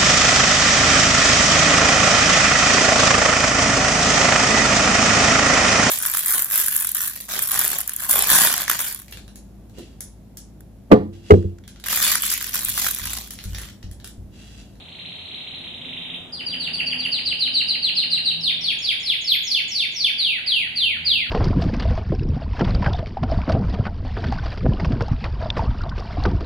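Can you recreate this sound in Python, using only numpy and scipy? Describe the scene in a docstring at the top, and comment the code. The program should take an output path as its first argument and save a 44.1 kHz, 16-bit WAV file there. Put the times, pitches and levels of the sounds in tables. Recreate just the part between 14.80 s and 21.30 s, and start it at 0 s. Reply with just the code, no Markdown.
"""Caged canary, close up

A small, hard-walled room, the microphone close to the cage. A soft roll of quick upsweeps stops
briefly; then loud falling whistles follow, ever longer and slower, each an almost pure tone from the
bird's syrinx. The wall behind the cage and the room smear every note. Far off, a motor hums under
the room's rumble."""
import sys
import numpy as np
from scipy import signal
from scipy.fft import rfft, irfft
from scipy.io import wavfile
from scipy.ndimage import uniform_filter1d

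SR = 44100
rng = np.random.default_rng(int(sys.argv[2]) if len(sys.argv) > 2 else 0)


def wrap_up_sound(samples):
    """Save the sound to the file named by the first command line argument, as 16-bit audio."""
    columns = np.atleast_2d(samples).T
    # keep every value between -1 and 1, then stretch to whole-number steps
    tamed = np.clip(columns, -1, 1)
    steps = np.round(tamed * 32767).astype(np.int16)
    wavfile.write(sys.argv[1], SR, steps)


N = 286650
TIME = np.arange(N) / SR
BIN_HZ = np.arange(N // 2 + 1) * SR / N


def undb(db):
    """Decibels to gain."""
    return 10 ** (np.asarray(db) / 20)


def unit(x):
    """Scale to rms 1."""
    return x / np.sqrt(np.mean(x ** 2))


def pan(right_db):
    """Left and right gains, the right one louder by right_db."""
    return undb([[-right_db / 2], [right_db / 2]])


def curves(table):
    """The columns of a time table, one value a sample."""
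    s, *columns = np.transpose(table)
    return [np.interp(TIME, s, c) for c in columns]


def gain_at(hz, spectrum):
    """Gain from (Hz, dB) points on a log-frequency axis."""
    f, db = np.transpose(spectrum)
    return undb(np.interp(np.log(np.maximum(hz, 1)), np.log(f), db))


def walk(rate_hz, size):
    """Smooth random drift with spread 1 that changes about rate_hz times a second."""
    k = max(int(SR / rate_hz), 1)
    held = np.repeat(rng.standard_normal(size // k + 2), k)
    return unit(uniform_filter1d(uniform_filter1d(held, k), k))[:size]


def add(track, s, sound):
    """Mix a sound into a track at time s."""
    i = max(int(s * SR), 0)
    part = sound[:max(N - i, 0)]
    track[i:i + len(part)] += part


def along(shape, u):
    """Read (place, value) points at u; a place runs from 0 at a note's start to 1 at its end."""
    return np.interp(u, *np.transpose(shape))


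def bump(u, place, width=0.1284):
    """A smooth hump around one place of a note, 1 at its top."""
    return np.exp(-((u - place) / width) ** 2)


def swell(u, peak, rise_db, fade_db):
    """Level in dB, 0 at the place peak, with one slope before and one after, both per note length."""
    return np.minimum(rise_db * (u - peak), fade_db * (peak - u))


def fall(shape, length_s, wander=0.00898):
    """Places along a whistle and its pitch there, corners rounded, never quite the same twice."""
    u = np.linspace(0, 1, int(length_s * SR))
    hz = uniform_filter1d(along(shape, u), size=len(u) // 12, mode="nearest")
    return u, hz * (1 + wander * walk(54, len(u)))


# Stereo width of the room tone at the microphone: f/Hz, side minus mid/dB
WIDTH = [(30, -4), (80, -5), (170, -12.5), (330, -9.5), (700, -2.5), (1400, -2)]
def stereo_noise(spectrum):
    """Coloured noise, most alike left and right in the upper bass and widest in the treble."""
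    mid, side = rfft(rng.standard_normal((2, N))) * gain_at(BIN_HZ, spectrum)
    side = side * gain_at(BIN_HZ, WIDTH)
    return unit(irfft(np.array([mid + side, mid - side]), N))


# Spectra of the rumble, wash and hiss all around the microphone: f/Hz, relative density/dB
RUMBLE = [(22, -31), (42, -15), (56, -0.5), (78, -1.5), (100, 5), (125, -0.5), (145, -2.5), (190, -2.5),
          (300, -27), (1000, -38.5)]
WASH = [(100, -10.5), (145, 2.5), (195, -5), (230, 3), (300, -4), (380, -4), (430, -7), (750, -6.5),
        (1100, -14), (2000, -17.5), (6000, -59)]
HISS = [(1000, -26), (5000, 2.5), (7000, 11), (10300, 7), (11000, -24), (12000, -41), (14000, -46)]
# The wash swells and ebbs: t/s, relative level/dB
WASH_SWELL = [(0, -52), (2.15, -46), (2.7, -50), (3.8, -50.5), (4.5, -54.5), (6.5, -53)]
def room_tone(rumble_db=-54, wash_gain_db=2, hiss_db=-67):
    """Deep rumble a little to the right, a higher, slowly swelling wash and a faint even hiss."""
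    swell_db, = curves(WASH_SWELL)
    rumble = undb(rumble_db) * pan(right_db=3) * stereo_noise(RUMBLE)
    wash = undb(swell_db + wash_gain_db) * stereo_noise(WASH)
    return rumble + wash + undb(hiss_db) * stereo_noise(HISS)


# A motor in the distance, slowly running down: t/s, firing rate/Hz
MOTOR_RATE = [(0, 85.6), (2.3, 86.24), (4.2, 83.76), (6, 80.97), (6.5, 81.5)]
# Its fundamental booms only at the end: t/s, relative level/dB
MOTOR_BOOM = [(2.2, -58), (5.4, -74), (6.05, -50), (6.5, -49)]
# Its drone comes and goes: t/s, relative level of second harmonic/dB, of third harmonic/dB
MOTOR_DRONE = [(0, -49, -68), (.6, -60.5, -60.5), (1.15, -49.5, -44), (1.5, -49.5, -53.5), (2.2, -50, -48),
               (2.8, -60, -51), (3.15, -49, -55.5), (3.8, -46.5, -54.5), (4.2, -56, -69), (5.4, -64, -60.5),
               (6.5, -48, -51)]
def motor(waver=0.01612, flutter_db=3):
    """The three lowest harmonics of a far motor's firing rate, wavering and slowly sinking."""
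    hz, = curves(MOTOR_RATE)
    levels = curves(MOTOR_BOOM) + curves(MOTOR_DRONE)
    phase = 2 * np.pi * np.cumsum(hz * (1 + waver * walk(16, N))) / SR
    return sum(np.sqrt(2) * undb(db + flutter_db * walk(16, N)) * np.sin(k * phase)
               for k, db in enumerate(levels, 1))


def room_response(near_db=-3, near_s=0.019, tail_db=-1, gap_s=0.011, t60_s=0.74, treble_t60_s=0.39):
    """A quick scatter from the cage and the wall behind it, then the ring of the hard-walled room."""
    t = np.arange(SR) / SR
    hz = np.arange(SR // 2 + 1)
    near, tail = rng.standard_normal((2, 2, SR))
    near = near ** 3 * (t > 0.0008) * np.exp(-t / near_s)
    # the first returns from the walls are separate echoes that soon crowd together
    density = np.clip((t / 0.06) ** 2, 0.01, 1)
    tail = tail * (rng.random((2, SR)) < density) / np.sqrt(density) * (t > gap_s)
    low = irfft(rfft(tail) / (1 + (hz / 5000) ** 4), SR)
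    tail = low * 1000 ** (-t / t60_s) + (tail - low) * 1000 ** (-t / treble_t60_s)
    return sum(undb(db) * part / np.linalg.norm(part, axis=1, keepdims=True)
               for db, part in [(near_db, near), (tail_db, tail)])


# The bird turns its head and opens its beak in front of the microphone:
# t/s, direct gain/dB, sheen gain/dB, high sheen gain/dB
POSTURE = [(0, -3.5, -34, -62), (1.4, -4.5, -32.5, -50), (1.6, -6.5, -26, -47), (2.4, -1, -28, -46),
           (3.4, -3, -39.5, -44), (3.7, -5, -23, -37.5), (4.6, -2.5, -28, -27), (5.4, -2, -26.5, -36.5),
           (6.5, -1, -28, -34)]
def room(song, left_lag_s=0.00001, beam_hz=8000, spill_db=-16):
    """The beak beams its overtones past the microphone, so they arrive mostly by way of the walls."""
    facing_db, *_ = curves(POSTURE)
    lowpass = 1 / (1 + (BIN_HZ / beam_hz) ** 8)
    off_axis = undb(spill_db) + (1 - undb(spill_db)) * lowpass
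    direct = undb(facing_db) * irfft(rfft(song) * off_axis, N)
    left = np.interp(TIME - left_lag_s, TIME, direct)
    # the song is already under way, so the room rings with earlier notes from the start
    lead = SR // 7
    reflected = signal.fftconvolve(np.r_[song[:lead], song][None], room_response(), axes=1)
    return np.array([left, direct]) + reflected[:, lead:lead + N]


# Spectra of the airy edge on each note, heard close up, and its top band: f/Hz, relative density/dB
SHEEN = [(4500, -14), (6000, -10.5), (7200, -1), (7800, -19.5), (9300, 2), (10200, 9), (11000, 12.5),
         (11700, -23), (12500, -41)]
HIGH_SHEEN = [(11500, -44), (12300, -12), (12900, 9), (13400, -23), (13800, -10), (14300, -11)]
def sheen(song, smooth_s=0.012, flicker_db=3.05, flare_power=0.97):
    """Rough air that follows each note; its top band flares at the loudest moments, as the beak opens."""
    effort = np.sqrt(np.abs(uniform_filter1d(song ** 2, int(smooth_s * SR))))
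    _, *levels = curves(POSTURE)
    bands = []
    for spectrum, db in zip((SHEEN, HIGH_SHEEN), levels):
        noise = unit(irfft(rfft(rng.standard_normal(N)) * gain_at(BIN_HZ, spectrum), N))
        bands.append(noise * undb(db + flicker_db * walk(60, N)))
    air, high_air = bands
    return effort * (air + high_air * (unit(effort) / 2) ** flare_power)


# How the small throat colours the fundamental: f/Hz, gain/dB
THROAT = [(1200, -1), (1750, -9.5), (2150, -3.5), (2800, -0.5), (5000, -2.5), (5600, -1.5), (7200, 4.5)]
# How strongly the overtones leave the beak: f/Hz, gain/dB
OVERTONES = [(3000, -71), (6000, -72), (7300, -34), (8000, -31), (9200, -24), (10400, -40.5), (11300, -30),
             (12500, -39), (14200, -58)]
def syrinx(hz, db, attack_s, release_s, waver, overtone_db, shimmer_db=1.96, glint_db=4, thin_db=9):
    """One note of the bird's voice: an almost pure, slightly unsteady tone with two faint overtones."""
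    t = np.arange(len(hz)) / SR
    hz = hz * (1 + waver * walk(400, len(hz)))
    phase = 2 * np.pi * np.cumsum(hz) / SR
    gate = np.clip(t / attack_s, 0, 1) * np.clip((t[-1] - t) / release_s, 0, 1)
    tone = gain_at(hz, THROAT) * undb(db + shimmer_db * walk(259.9, len(hz))) * np.sin(phase)
    overtones = 0
    for k in (2, 3):
        gain = gain_at(k * hz, OVERTONES) * undb(-thin_db * (k - 1.5)) * (k * hz < SR / 2)
        overtones = overtones + gain * np.sin(k * phase)
    # the overtones follow the effort of the whole note
    effort = undb(np.max(db) + overtone_db + glint_db * walk(101, len(hz)))
    return np.sqrt(2) * np.sin(np.pi / 2 * gate) ** 2 * (tone + effort * overtones)


# Pips, faint even this near the cage: t/s, length/s, relative level/dB
PIPS = [(3.984, .013, -43), (4.198, .014, -46), (4.408, .016, -43), (4.63, .03, -40), (4.879, .02, -43),
        (5.114, .026, -50)]
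def pips(from_hz=7250, to_hz=6250):
    """Short, thin falling notes that lead into most of the steep whistles."""
    out = np.zeros(N)
    for s, length_s, db in PIPS:
        hz = np.linspace(from_hz, to_hz, int(length_s * SR))
        add(out, s, syrinx(hz, db, attack_s=0.0031, release_s=0.0023, waver=0.016, overtone_db=-5))
    return out


# The opening roll, soft at the microphone; even, then slowing and swelling: t/s, relative level/dB
ROLL = [(0.013, -42.5), (0.052, -40), (0.079, -38), (0.115, -37.5), (0.146, -35), (0.185, -32),
        (0.208, -35.5), (0.248, -32.5), (0.28, -32), (0.317, -33.5), (0.346, -34), (0.381, -33),
        (0.411, -37), (0.444, -35), (0.475, -33.5), (0.507, -33), (0.537, -29.5), (0.571, -32.5),
        (0.601, -33.5), (0.636, -35.5), (0.667, -31.5), (0.705, -33.5), (0.735, -30), (0.771, -33),
        (0.803, -36), (0.835, -32.5), (0.867, -33), (0.902, -37.5), (0.934, -32.5), (0.972, -34),
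        (1.008, -32), (1.045, -31), (1.083, -30), (1.125, -29), (1.165, -29), (1.209, -29.5), (1.248, -31),
        (1.292, -29), (1.334, -28.5)]
def roll(length_s=0.0175, low_hz=1720, first_top_hz=4330, last_top_hz=3830):
    """Crisp upsweeps, the beak nearly shut; each is loudest as it levels off, and their tops sink."""
    out = np.zeros(N)
    jitter = rng.uniform(-1.05, 1, (len(ROLL), 2))
    for (s, db), progress, (stretch, detune) in zip(ROLL, np.linspace(0, 1, len(ROLL)), jitter):
        u = np.linspace(0, 1, int(length_s * (1 + 0.1195 * stretch) * SR))
        top_hz = (first_top_hz + (last_top_hz - first_top_hz) * progress ** 2) * (1 + 0.018 * detune)
        hz = low_hz + (top_hz - low_hz) * np.sin(np.pi / 2 * u) ** 1.18
        peak = np.interp(progress, [0, 1], [0.65, 0.77])
        crescendo_db = np.interp(progress, [0, 1], [1, 3])
        level_db = db + crescendo_db + swell(u, peak, rise_db=13, fade_db=36.5)
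        add(out, s, syrinx(hz, level_db, attack_s=0.002, release_s=0.004, waver=0.006,
                           overtone_db=-6, shimmer_db=1))
    return out


# Quick two-part whistles, close up: t/s, length/s, high voice's peak place/0-1, its climb/dB per note,
# relative level of high voice/dB, of low voice/dB, of the thread of tone between them/dB
QUICK = [(1.52, .1, 0.13, 12, -23.5, -25.5, -38), (1.654, 0.098, .16, 25, -20, -20, -36.5),
         (1.788, 0.1, 0.21, 23, -20, -20.5, -30.5), (1.925, 0.091, 0.21, 25, -18, -18, -64),
         (2.055, .086, .22, 27, -18, -19, -61), (2.179, 0.093, 0.22, 25, -20, -20.5, -34.5),
         (2.311, 0.09, .38, -9, -21, -21, -31), (2.448, 0.088, 0.4, 1, -21.5, -19, -31),
         (2.585, .101, 0.45, 24, -15, -20, -32), (2.728, 0.099, 0.47, 22, -15, -19.5, -38),
         (2.871, .094, .41, 28, -15, -19, -38), (3.012, 0.094, .4, 30, -14.5, -18, -25),
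         (3.148, 0.1, .44, 24, -15, -20.5, -36), (3.296, 0.097, .44, 27, -14, -19.5, -34),
         (3.437, 0.092, .43, 29, -15.5, -20.5, -31)]
# Their common fall: place/0-1, f/Hz
QUICK_FALL = [(0, 5126), (.2, 4580), (.45, 3924), (.7, 3277), (.87, 2700), (1, 1160)]
def quick_whistles(low_peak=0.82, settle=0.122):
    """A trill of falls, each handed over from a high voice to a low one."""
    out = np.zeros(N)
    for note, progress in zip(QUICK, np.linspace(0, 1, len(QUICK))):
        s, length_s, high_peak, climb_db, high_db, low_db, thread_db = note
        # along the trill the high voice starts higher and holds on longer; the low one is cut off sooner
        lift_hz = np.interp(progress, [0, 1], [-110, 70])
        high_fade_db = np.interp(progress, [0, 1], [165, 95])
        low_fade_db = np.interp(progress, [0, 1], [70, 125])
        u, hz = fall(QUICK_FALL, length_s)
        hz = hz + lift_hz * np.exp(-u / settle)
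        high = high_db + swell(u, high_peak, rise_db=climb_db, fade_db=high_fade_db)
        low = low_db + swell(u, low_peak, rise_db=100, fade_db=low_fade_db)
        thread = thread_db - low_fade_db * np.maximum(u - low_peak, 0)
        level_db = np.max([high, low, thread], axis=0)
        add(out, s, syrinx(hz, level_db, attack_s=0.013, release_s=0.005, waver=0.009, overtone_db=-1))
    return out


# Steep whistles, loud at the microphone: t/s, length/s, starting f/Hz, bend place/0-1, bend/Hz,
# relative level/dB, upper half against lower/dB, lift at the handover/dB
STEEP = [(3.604, 0.12, 5590, 0.36, -58, -16.5, -2.5, 4), (3.805, .13, 5670, 0.72, 49, -16, -2, -0.5),
         (4.015, 0.12, 5620, 0.41, -110, -15.5, -0.5, -0.5), (4.225, 0.13, 5600, 0.22, 76, -16.5, -2, 2),
         (4.439, 0.13, 5580, .7, 73, -15.5, .5, 2.5), (4.66, .157, 6020, .62, -186, -17.5, 4, -1.5),
         (4.896, 0.17, 6200, 0.4, 100, -16.5, 2, -0.5), (5.139, 0.17, 6240, 0.4, 205, -16, 1.5, -1)]
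# Their nearly straight fall: place/0-1, f/Hz
STEEP_FALL = [(0, 5604), (.2, 4952), (.45, 3947), (.6, 3546), (.72, 2885), (.92, 1960), (1, 1450)]
# Their swell on the way down: f/Hz, gain/dB
STEEP_SWELL = [(1450, -15.5), (1800, -18.5), (2100, -9.5), (2600, -6), (3050, -4.5), (3540, 1.5),
               (3800, -9), (4000, -7.5), (4550, -2), (5100, -15), (5500, -10.5), (6200, -30)]
def steep_whistles(settle=0.33, handover=0.45):
    """Lengthening falls that start softly, sag where the high voice hands over, then swell."""
    out = np.zeros(N)
    for s, length_s, start_hz, bend_place, bend_hz, db, upper_db, handover_db in STEEP:
        u, hz = fall(STEEP_FALL, length_s)
        lift_hz = start_hz - STEEP_FALL[0][1]
        hz = hz + lift_hz * np.exp(-u / settle) + bend_hz * bump(u, bend_place)
        upper_half = np.clip((handover - u) * 10, 0, 1)
        level_db = db + 20 * np.log10(gain_at(hz, STEEP_SWELL))
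        level_db += upper_db * upper_half + handover_db * bump(u, handover, width=0.14)
        add(out, s, syrinx(hz, level_db, attack_s=0.008, release_s=0.003, waver=0.01, overtone_db=-6))
    return out


# Slow last whistles, close up: t/s, length/s, bend place/0-1, bend/Hz, relative level/dB, accent/dB
SLOW = [(5.374, .222, .36, 141, -18, -1), (5.658, 0.22, 0.28, -110, -18, 1),
        (5.951, .223, 0.4, 36.5, -17.5, -2), (6.244, .229, 0.23, 92, -18, 0.5)]
# Their fall flattens, then drops away: place/0-1, f/Hz
SLOW_FALL = [(0, 4900), (.07, 4700), (.19, 4000), (.29, 3510), (.41, 2970), (.59, 2560), (.84, 2010),
             (.94, 1720), (1, 1280)]
# Their swell: place/0-1, gain/dB
SLOW_SWELL = [(0, -13), (.09, 1), (.19, -3), (.29, 0), (.45, -4.5), (.7, -8.5), (.86, -12), (.94, -16.5),
              (1, -27.5)]
def slow_whistles(accent_place=0.12):
    """Long falls that swell quickly; the tone thins out as the pitch drops away at the end."""
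    out = np.zeros(N)
    for s, length_s, bend_place, bend_hz, db, accent_db in SLOW:
        u, hz = fall(SLOW_FALL, length_s)
        hz = hz + bend_hz * bump(u, bend_place)
        level_db = db + along(SLOW_SWELL, u) + accent_db * bump(u, accent_place)
        add(out, s, syrinx(hz, level_db, attack_s=0.011, release_s=0.00091, waver=0.0074, overtone_db=-3))
    return out


def scene(motor_gain_db=-2):
    """The canary close to the microphone, just right of centre, over the far motor and the room tone."""
    song = roll() + quick_whistles() + pips() + steep_whistles() + slow_whistles()
    bird = room(song + sheen(song)) * pan(right_db=0.5)
    return bird + undb(motor_gain_db) * motor() + room_tone()


def record(dry, top_hz=14300):
    """The recorder cuts off the highest treble."""
    return signal.sosfilt(signal.ellip(10, 0.2, 80, top_hz, fs=SR, output="sos"), dry)


dry = scene()
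out = record(dry)
wrap_up_sound(out)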